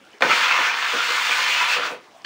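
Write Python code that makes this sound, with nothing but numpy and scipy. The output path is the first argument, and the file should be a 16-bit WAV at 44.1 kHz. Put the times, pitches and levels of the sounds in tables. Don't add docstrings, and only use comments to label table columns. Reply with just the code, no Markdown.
import sys
import numpy as np
from scipy import signal
from scipy.fft import rfft, irfft, next_fast_len
from scipy.io import wavfile

SR = 44100
rng = np.random.default_rng(int(sys.argv[2]) if len(sys.argv) > 2 else 0)


def wrap_up_sound(samples):
    columns = np.atleast_2d(samples).T
    tamed = np.clip(columns, -1, 1)
    steps = np.round(tamed * 32767).astype(np.int16)
    wavfile.write(sys.argv[1], SR, steps)


def voltage_ratio(decibels):
    exponent = np.asarray(decibels, float) / 20
    return 10 ** exponent


N = 99225

# time in [s], scrape level in [dB], brightness from edge speed in [dB per octave],
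# blade flex pitch in [Hz].
STROKE_PATH = [(0.23, -18, -3, 990), (.272, -21, -1, 990), (0.321, -15.5, -0.5, 1360),
               (.358, -18.5, 2, 2070), (.544, -18.5, -1, 2250), (.668, -19, 0.5, 1780),
               (.696, -20, -1, 2390), (.724, -23.5, -0.5, 1850), (.9, -21, 0.5, 1480),
               (1.014, -22, 1.5, 1495), (1.328, -21, 2.5, 2700), (1.41, -19.5, 2, 2030),
               (1.55, -19.5, 1.5, 2700), (1.652, -22, 1, 2420), (1.741, -19.5, 1.5, 2730),
               (1.802, -25.5, -2, 1230), (1.867, -24.5, 1, 1360), (2.0, -53.5, -1, 900)]
# start in [s], level in [dB], length in [s].
LANDING_CHATTER = [
    (.128, -54, .034),
    (.2072, -31, .014),
    (.2218, -18, .008),
]
# time in [s], level in [dB], board share in [dB].
LANDING_KNOCKS = [
    (0.2083, -31.5, 2),
    (.2138, -31, 0),
    (.2219, -17.5, -6),
    (.2226, -16.5, -28),
    (.2236, -19, -9),
    (.2242, -20, -15),
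    (.2257, -18, -9),
    (.2268, -19, -14),
    (.2293, -23, -10),
]
# time in [s], level in [dB], rise in [s], fall in [s],
# low thump in [dB].
HIGH_SPOTS = [(.235, -24.5, 0.0041, 0.046, 4), (.31, -46, 0.034, 0.011, -8), (.42, -56, 0.047, 0.056, 9),
              (0.589, -37.5, 0.0091, 0.04, 2), (0.949, -34, 0.022, 0.027, -3),
              (1.11, -42, 0.036, 0.012, -4), (1.29, -45, 0.017, 0.082, -16), (1.41, -45, 0.015, 0.016, -11),
              (1.66, -51, 0.0067, 0.023, -10), (1.774, -31.5, 0.017, 0.063, -15),
              (1.83, -48, 0.039, 0.12, 7.5), (1.923, -33.5, 0.026, 0.018, -8)]
# time in [s], peak in [dB].
GRIT_SNAPS = [(0.2985, -6), (0.3112, -20), (0.3646, -7), (0.446, -4), (0.5115, -2.5), (0.5246, -6),
              (0.6, -9), (0.645, -12), (0.682, -11), (0.7426, -4), (0.7761, -6), (0.7886, -12), (0.826, -3),
              (0.9415, -8), (0.9982, -16), (1.019, -14), (1.0374, -9), (1.0905, -17), (1.1596, -22),
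              (1.2157, -12), (1.238, -11), (1.2957, -7), (1.3103, -6), (1.3376, -11), (1.4189, -10),
              (1.4491, -14), (1.4674, -6), (1.5067, -10), (1.5375, -15), (1.585, -21), (1.6253, -10),
              (1.6926, -7), (1.8447, -18), (1.8562, -15)]
# frequency in [Hz], level in [dB].
SCRAPE_COLOUR = [(320, -38.5), (600, -15.5), (1010, -0.5), (1740, -1.5), (2500, -2.5), (4500, -12),
                 (6500, -17), (10900, -35.5)]
# frequency in [Hz], width in [Hz], level over the scrape in [dB].
BLADE_MODES = [(717, 45, 5), (960, 60, 3), (1227, 60, 3.5), (1410, 60, 3), (1494, 60, 3.5), (1782, 60, 3.5),
               (2100, 90, 3.5), (2400, 80, 3), (2600, 80, 4), (2826, 60, 4.5), (3080, 120, 4),
               (3480, 180, 4.5), (4300, 300, 4), (7050, 201, 2)]
# frequency in [Hz], width in [Hz], level in [dB].
BOARD_MODES = [(71, 140, -42), (158.4, 19.5, -13.5), (237, 62, -12), (409, 92, -9.5), (498.3, 32.3, 3.5),
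               (690, 426, -8.5)]
# centre in [s], rms level in [dB], pitch in [Hz],
# half length in [s].
EDGE_CATCHES = [(0.313, -44, 6406, 0.018), (0.313, -36, 4349, 0.018), (0.313, -25, 1313, 0.018),
                (0.316, -26, 947, 0.018), (0.319, -27, 2056, 0.018), (0.325, -29, 2347, 0.018),
                (0.351, -32, 3563, 0.018), (0.389, -36, 4349, 0.018), (0.459, -31, 3337, 0.018),
                (0.522, -27, 2185, 0.018), (0.531, -28, 2573, 0.018), (0.58, -27, 1227, 0.018),
                (0.688, -30, 1776, 0.018), (0.697, -27, 2411, 0.018), (0.833, -31, 1787, 0.018),
                (0.856, -31, 1561, 0.018), (0.955, -44, 5964, 0.018), (0.955, -34, 484, 0.018),
                (1.004, -31, 1399, 0.018), (1.112, -39, 495, 0.018), (1.112, -31, 1475, 0.018),
                (1.173, -29, 1475, 0.018), (1.193, -34, 1055, 0.018), (1.268, -31, 1754, 0.018),
                (1.297, -32, 3509, 0.018), (1.318, -26, 2400, 0.018), (1.329, -28, 1496, 0.018),
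                (1.39, -32, 1044, 0.018), (1.437, -41, 6180, 0.018), (1.541, -28, 2820, 0.018),
                (1.547, -28, 2357, 0.018), (1.611, -30, 1378, 0.018), (1.617, -33, 990, 0.018),
                (1.646, -30, 2411, 0.018), (1.681, -30, 1399, 0.018), (1.71, -30, 2691, 0.018),
                (1.724, -39, 4425, 0.018), (1.727, -43, 5458, 0.018), (1.73, -46, 6363, 0.018),
                (1.73, -44, 5652, 0.018), (1.733, -30, 2508, 0.018), (1.741, -33, 3219, 0.018),
                (1.765, -31, 1205, 0.018), (1.779, -35, 495, 0.018), (1.837, -31, 1388, 0.018),
                (1.927, -38, 506, 0.018)]
# centre in [s], rms level in [dB], pitch in [Hz],
# half length in [s].
NEXT_LANDING_RINGS = [
    (2.2483, -32, 1600, .002),
    (2.2493, -32, 2950, .002),
    (2.249, -35, 4450, .0025),
]
# start in [s], level in [dB], pitch in [Hz], ring T60 in [s].
CRUMB_TICKS = [(0.039, -48, 1410, 0.066), (.0505, -41, 5300, .004), (.0505, -46, 4000, .004),
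               (.055, -45, 1390, .04), (.061, -43, 617, 0.038), (0.071, -42, 1430, .03),
               (0.084, -43, 444, 0.024), (.117, -42, 5500, .004), (.1275, -46, 6400, .005),
               (.132, -40, 2960, 0.022), (.133, -46, 895, .02), (0.146, -38.5, 402, .05),
               (.184, -37, 5400, .004), (.184, -44, 4200, .004), (2.002, -43, 3180, 0.011),
               (2.148, -37.5, 690, 0.056), (2.163, -34, 740, 0.019), (2.193, -43, 690, 0.028),
               (2.219, -33, 5130, .003)]
# frequency in [Hz], level in [dB].
FLOOR_COLOUR = [(25, -30), (100, -11), (250, -0.5), (500, 0), (1300, -1), (3000, -7.5), (6000, -13.5),
                (11000, -27)]

GRIT_PER_S, BITES_PER_S, GRIT_SPREAD_DB, HISS_SHARE = 6000, 2500, 0.5, 0.5
FLUTTER_DB, PATCHY_DB, TOUCH_TILT_DB = 0.45, 1.5, 1.5
BOARD_SHARE_DB, BITE_LOW_CUT_HZ = -28, 340
NEXT_S, NEXT_DB, NEXT_RISE_S = 2.2435, -30, 0.004
SNAP_DB, SNAP_BOARD_DB, KNOCK_SOFT_HZ = -19, -20, 4200
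FLEX_DB, FLEX_OCTAVES = 6.5, 0.19
WANDER_DB, WANDERS_PER_S = 2.5, 9
CATCH_WOBBLE_RAD, CATCH_FLUTTER_DB, WOBBLES_PER_S = 1.1, 4, 70
ROOM_T60_S, WALL_CUT_HZ, ROOM_DB, FLOOR_DB = 0.21, 6900, -10, -51
HALF_RATE_HZ, CUTOFF_HZ = 11025, 15720
IMAGE_DB, IMAGE_RISE_HZ, LEAK_DB, OVERLOAD_TOP = -8, 11700, -40, 0.72


def knife():
    t = np.arange(N) / SR
    s, level_db, tilt_db, flex_hz = np.transpose(STROKE_PATH)
    touch = np.clip((t - s[0] + 0.0021) / 0.0034, 0, 1) * np.clip((s[-1] - t) / 0.03, 0, 1)
    edge = touch * voltage_ratio(np.interp(t, s, level_db) + FLUTTER_DB * drift(14))

    push = thump = edge * voltage_ratio(BOARD_SHARE_DB)
    for at_s, db, rise_s, fall_s, low_db in HIGH_SPOTS:
        shape = np.exp(-np.where(t < at_s, ((at_s - t) / rise_s) ** 2, (t - at_s) / fall_s))
        bite = touch * voltage_ratio(db) * shape
        push = push + bite
        thump = thump + voltage_ratio(low_db) * bite

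    edge = edge + voltage_ratio(NEXT_DB) * np.clip((t - NEXT_S) / NEXT_RISE_S, 0, 1.5)
    for at_s, db, length_s in LANDING_CHATTER:
        age = (t - at_s) / length_s
        edge = edge + voltage_ratio(db) * (age > 0) * np.exp(-np.clip(age, 0, 3) ** 4)

    fine = rms_one(grit(GRIT_PER_S) + HISS_SHARE * rng.standard_normal(N))
    coarse = grit(BITES_PER_S)
    outside_stroke = (t < LANDING_CHATTER[-1][0]) | (t > s[-1])
    tilt_db = np.where(outside_stroke, TOUCH_TILT_DB, np.interp(t, s, tilt_db))
    on_blade = patchy(fine, tilt_db, PATCHY_DB) * edge
    high = signal.butter(4, BITE_LOW_CUT_HZ, "high", fs=SR, output="sos")
    low = signal.butter(4, BITE_LOW_CUT_HZ, "low", fs=SR, output="sos")
    on_board = signal.sosfilt(high, coarse * push) + signal.sosfilt(low, coarse * thump)

    blade_sound = blade(on_blade + knocks(board_share=0), np.interp(t, s, flex_hz))
    board_sound = board(on_board + knocks(board_share=1))
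    return blade_sound / np.std(1.51 * colour(fine, SCRAPE_COLOUR)) + board_sound / np.std(board(coarse))


def grit(per_s):
    sizes = voltage_ratio(GRIT_SPREAD_DB * np.minimum(rng.exponential(1, N), 5)) * rng.choice([-1, 1], N)
    return rms_one(sizes * (rng.random(N) < per_s / SR))


def knocks(board_share):
    snaps = [(s, db + SNAP_DB, SNAP_BOARD_DB) for s, db in GRIT_SNAPS]
    s, db, board_db = np.array([*LANDING_KNOCKS, *snaps]).T
    clicks = np.zeros(N)
    clicks[(s * SR).astype(int)] = 20 * voltage_ratio(db + board_share * board_db) * (-1) ** np.arange(len(s))
    return signal.sosfilt(signal.butter(2, KNOCK_SOFT_HZ, fs=SR, output="sos"), clicks)


def blade(force, flex_hz):
    rings = 0
    for hz, width_hz, db in BLADE_MODES:
        near_db = FLEX_DB * np.exp(-(np.log2(hz / flex_hz) / FLEX_OCTAVES) ** 2)
        gain = (voltage_ratio(db) - 1) * voltage_ratio(near_db + WANDER_DB * drift(WANDERS_PER_S))
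        rings = rings + gain * resonance(force, hz, width_hz)
    return colour(force + rings, SCRAPE_COLOUR)


def board(force):
    out = 0
    for k, (hz, width_hz, db) in enumerate(BOARD_MODES):
        out = out + (-1) ** k * voltage_ratio(db) * resonance(force, hz, width_hz)
    return out


def catches():
    out, t = np.zeros(N), np.arange(N) / SR
    wobble_rad = CATCH_WOBBLE_RAD * drift(WOBBLES_PER_S)
    flutter_db = CATCH_FLUTTER_DB * drift(WOBBLES_PER_S)
    for k, (s, db, hz, half_s) in enumerate([*EDGE_CATCHES, *NEXT_LANDING_RINGS]):
        lag = 3001 * k
        swell = voltage_ratio(db + 3.5 + np.roll(flutter_db, lag)) * np.exp(-((t - s) / half_s) ** 2)
        out += swell * np.sin(2 * np.pi * hz * t + np.sqrt(hz / 1500) * np.roll(wobble_rad, lag))
    return out


def crumbs():
    out, t = np.zeros(N), np.arange(N) / SR
    for s, db, hz, t60_s in CRUMB_TICKS:
        age = np.maximum(t - s, 0)
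        onset = 1 - np.exp(-age * hz / 0.93)
        out += voltage_ratio(db - 60 * age / t60_s) * np.sin(2 * np.pi * hz * age) * onset
    return out


def room(x):
    out, dull = np.zeros(N), np.exp(-2 * np.pi * WALL_CUT_HZ / SR)
    lags = (rng.uniform(0.015, 0.043, size=10) * SR).astype(int)
    for k, lag in enumerate(lags):
        loop, state = x.copy(), [0.]
        gain = voltage_ratio(-60 * lag / SR / ROOM_T60_S)
        for i in range(lag, N, lag):
            back, state = signal.lfilter([gain * (1 - dull)], [1, -dull], loop[i - lag:i], zi=state)
            loop[i:i + lag] += back[:N - i]
        out += (loop - x) * (-1) ** k
    return out


def quiet_floor():
    return voltage_ratio(FLOOR_DB) * rms_one(colour(patchy(rng.standard_normal(N), 0, 3.4), FLOOR_COLOUR))


def patchy(x, tilt_db, patchy_db):
    whole, octave, out = rfft(x), np.log2(np.fft.rfftfreq(N, 1 / SR) + 1), 0
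    for centre in np.arange(4, 15, 0.5):
        part = irfft(whole * np.cos(np.pi * np.clip(octave - centre, -0.5, 0.5)) ** 2, N)
        flicker_db = patchy_db * np.clip((14.5 - centre) / 3, 0, 1) * drift(11.6)
        out = out + part * voltage_ratio(tilt_db * (centre - 11) + flicker_db)
    return out


def drift(rate_hz):
    r = np.exp(-80 * np.pi * rate_hz / SR)
    slow = signal.lfilter([1], [1, -2 * r, r * r], rng.standard_normal(N // 40 + 2002))[2000:]
    return np.interp(np.arange(N) / 40, np.arange(len(slow)), rms_one(slow))


def resonance(x, hz, width_hz):
    r = np.exp(-np.pi * width_hz / SR)
    poles = [1, -2 * r * np.cos(2 * np.pi * hz / SR), r * r]
    return signal.lfilter(np.array([1, 0, -1]) * (1 - r * r) / 2, poles, x + 1e-18)


def colour(x, spectrum):
    hzs, dbs = np.transpose(spectrum)
    size = next_fast_len(2 * N)
    gain_db = np.interp(np.log(np.fft.rfftfreq(size, 1 / SR) + 1), np.log(hzs), dbs)
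    cepstrum = irfft(np.log(voltage_ratio(gain_db)), size)
    cepstrum[1:size // 2] *= 2
    cepstrum[size // 2 + 1:] = 0
    return irfft(rfft(x, size) * np.exp(rfft(cepstrum)), size)[:N]


def rms_one(x):
    return x / np.sqrt(np.mean(x ** 2) + 1e-20)


def scene():
    close = knife() + crumbs() + catches()
    return (close + voltage_ratio(ROOM_DB) * room(close) + quiet_floor())[None]


def roll_off(x):
    return signal.sosfilt(signal.butter(12, 16840, fs=SR, output="sos"), x)


def record(dry):
    band = signal.sosfilt(signal.ellip(12, 0.3, 45, HALF_RATE_HZ, fs=SR, output="sos"), dry)
    mirror = band * (-1) ** np.arange(N)
    image = signal.sosfilt(signal.butter(2, IMAGE_RISE_HZ, "high", fs=SR, output="sos"), mirror)
    cut_filter = signal.ellip(14, 0.3, 95, CUTOFF_HZ, fs=SR, output="sos")
    cut = signal.sosfilt(cut_filter, band + voltage_ratio(IMAGE_DB) * image)
    cut = np.clip(cut, -OVERLOAD_TOP, OVERLOAD_TOP)
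    leak = signal.sosfilt(signal.ellip(10, 0.5, 95, CUTOFF_HZ + 750, fs=SR, output="sos"), image)
    return roll_off(cut + voltage_ratio(IMAGE_DB + LEAK_DB) * leak)


dry = scene()
out = record(dry)
wrap_up_sound(out)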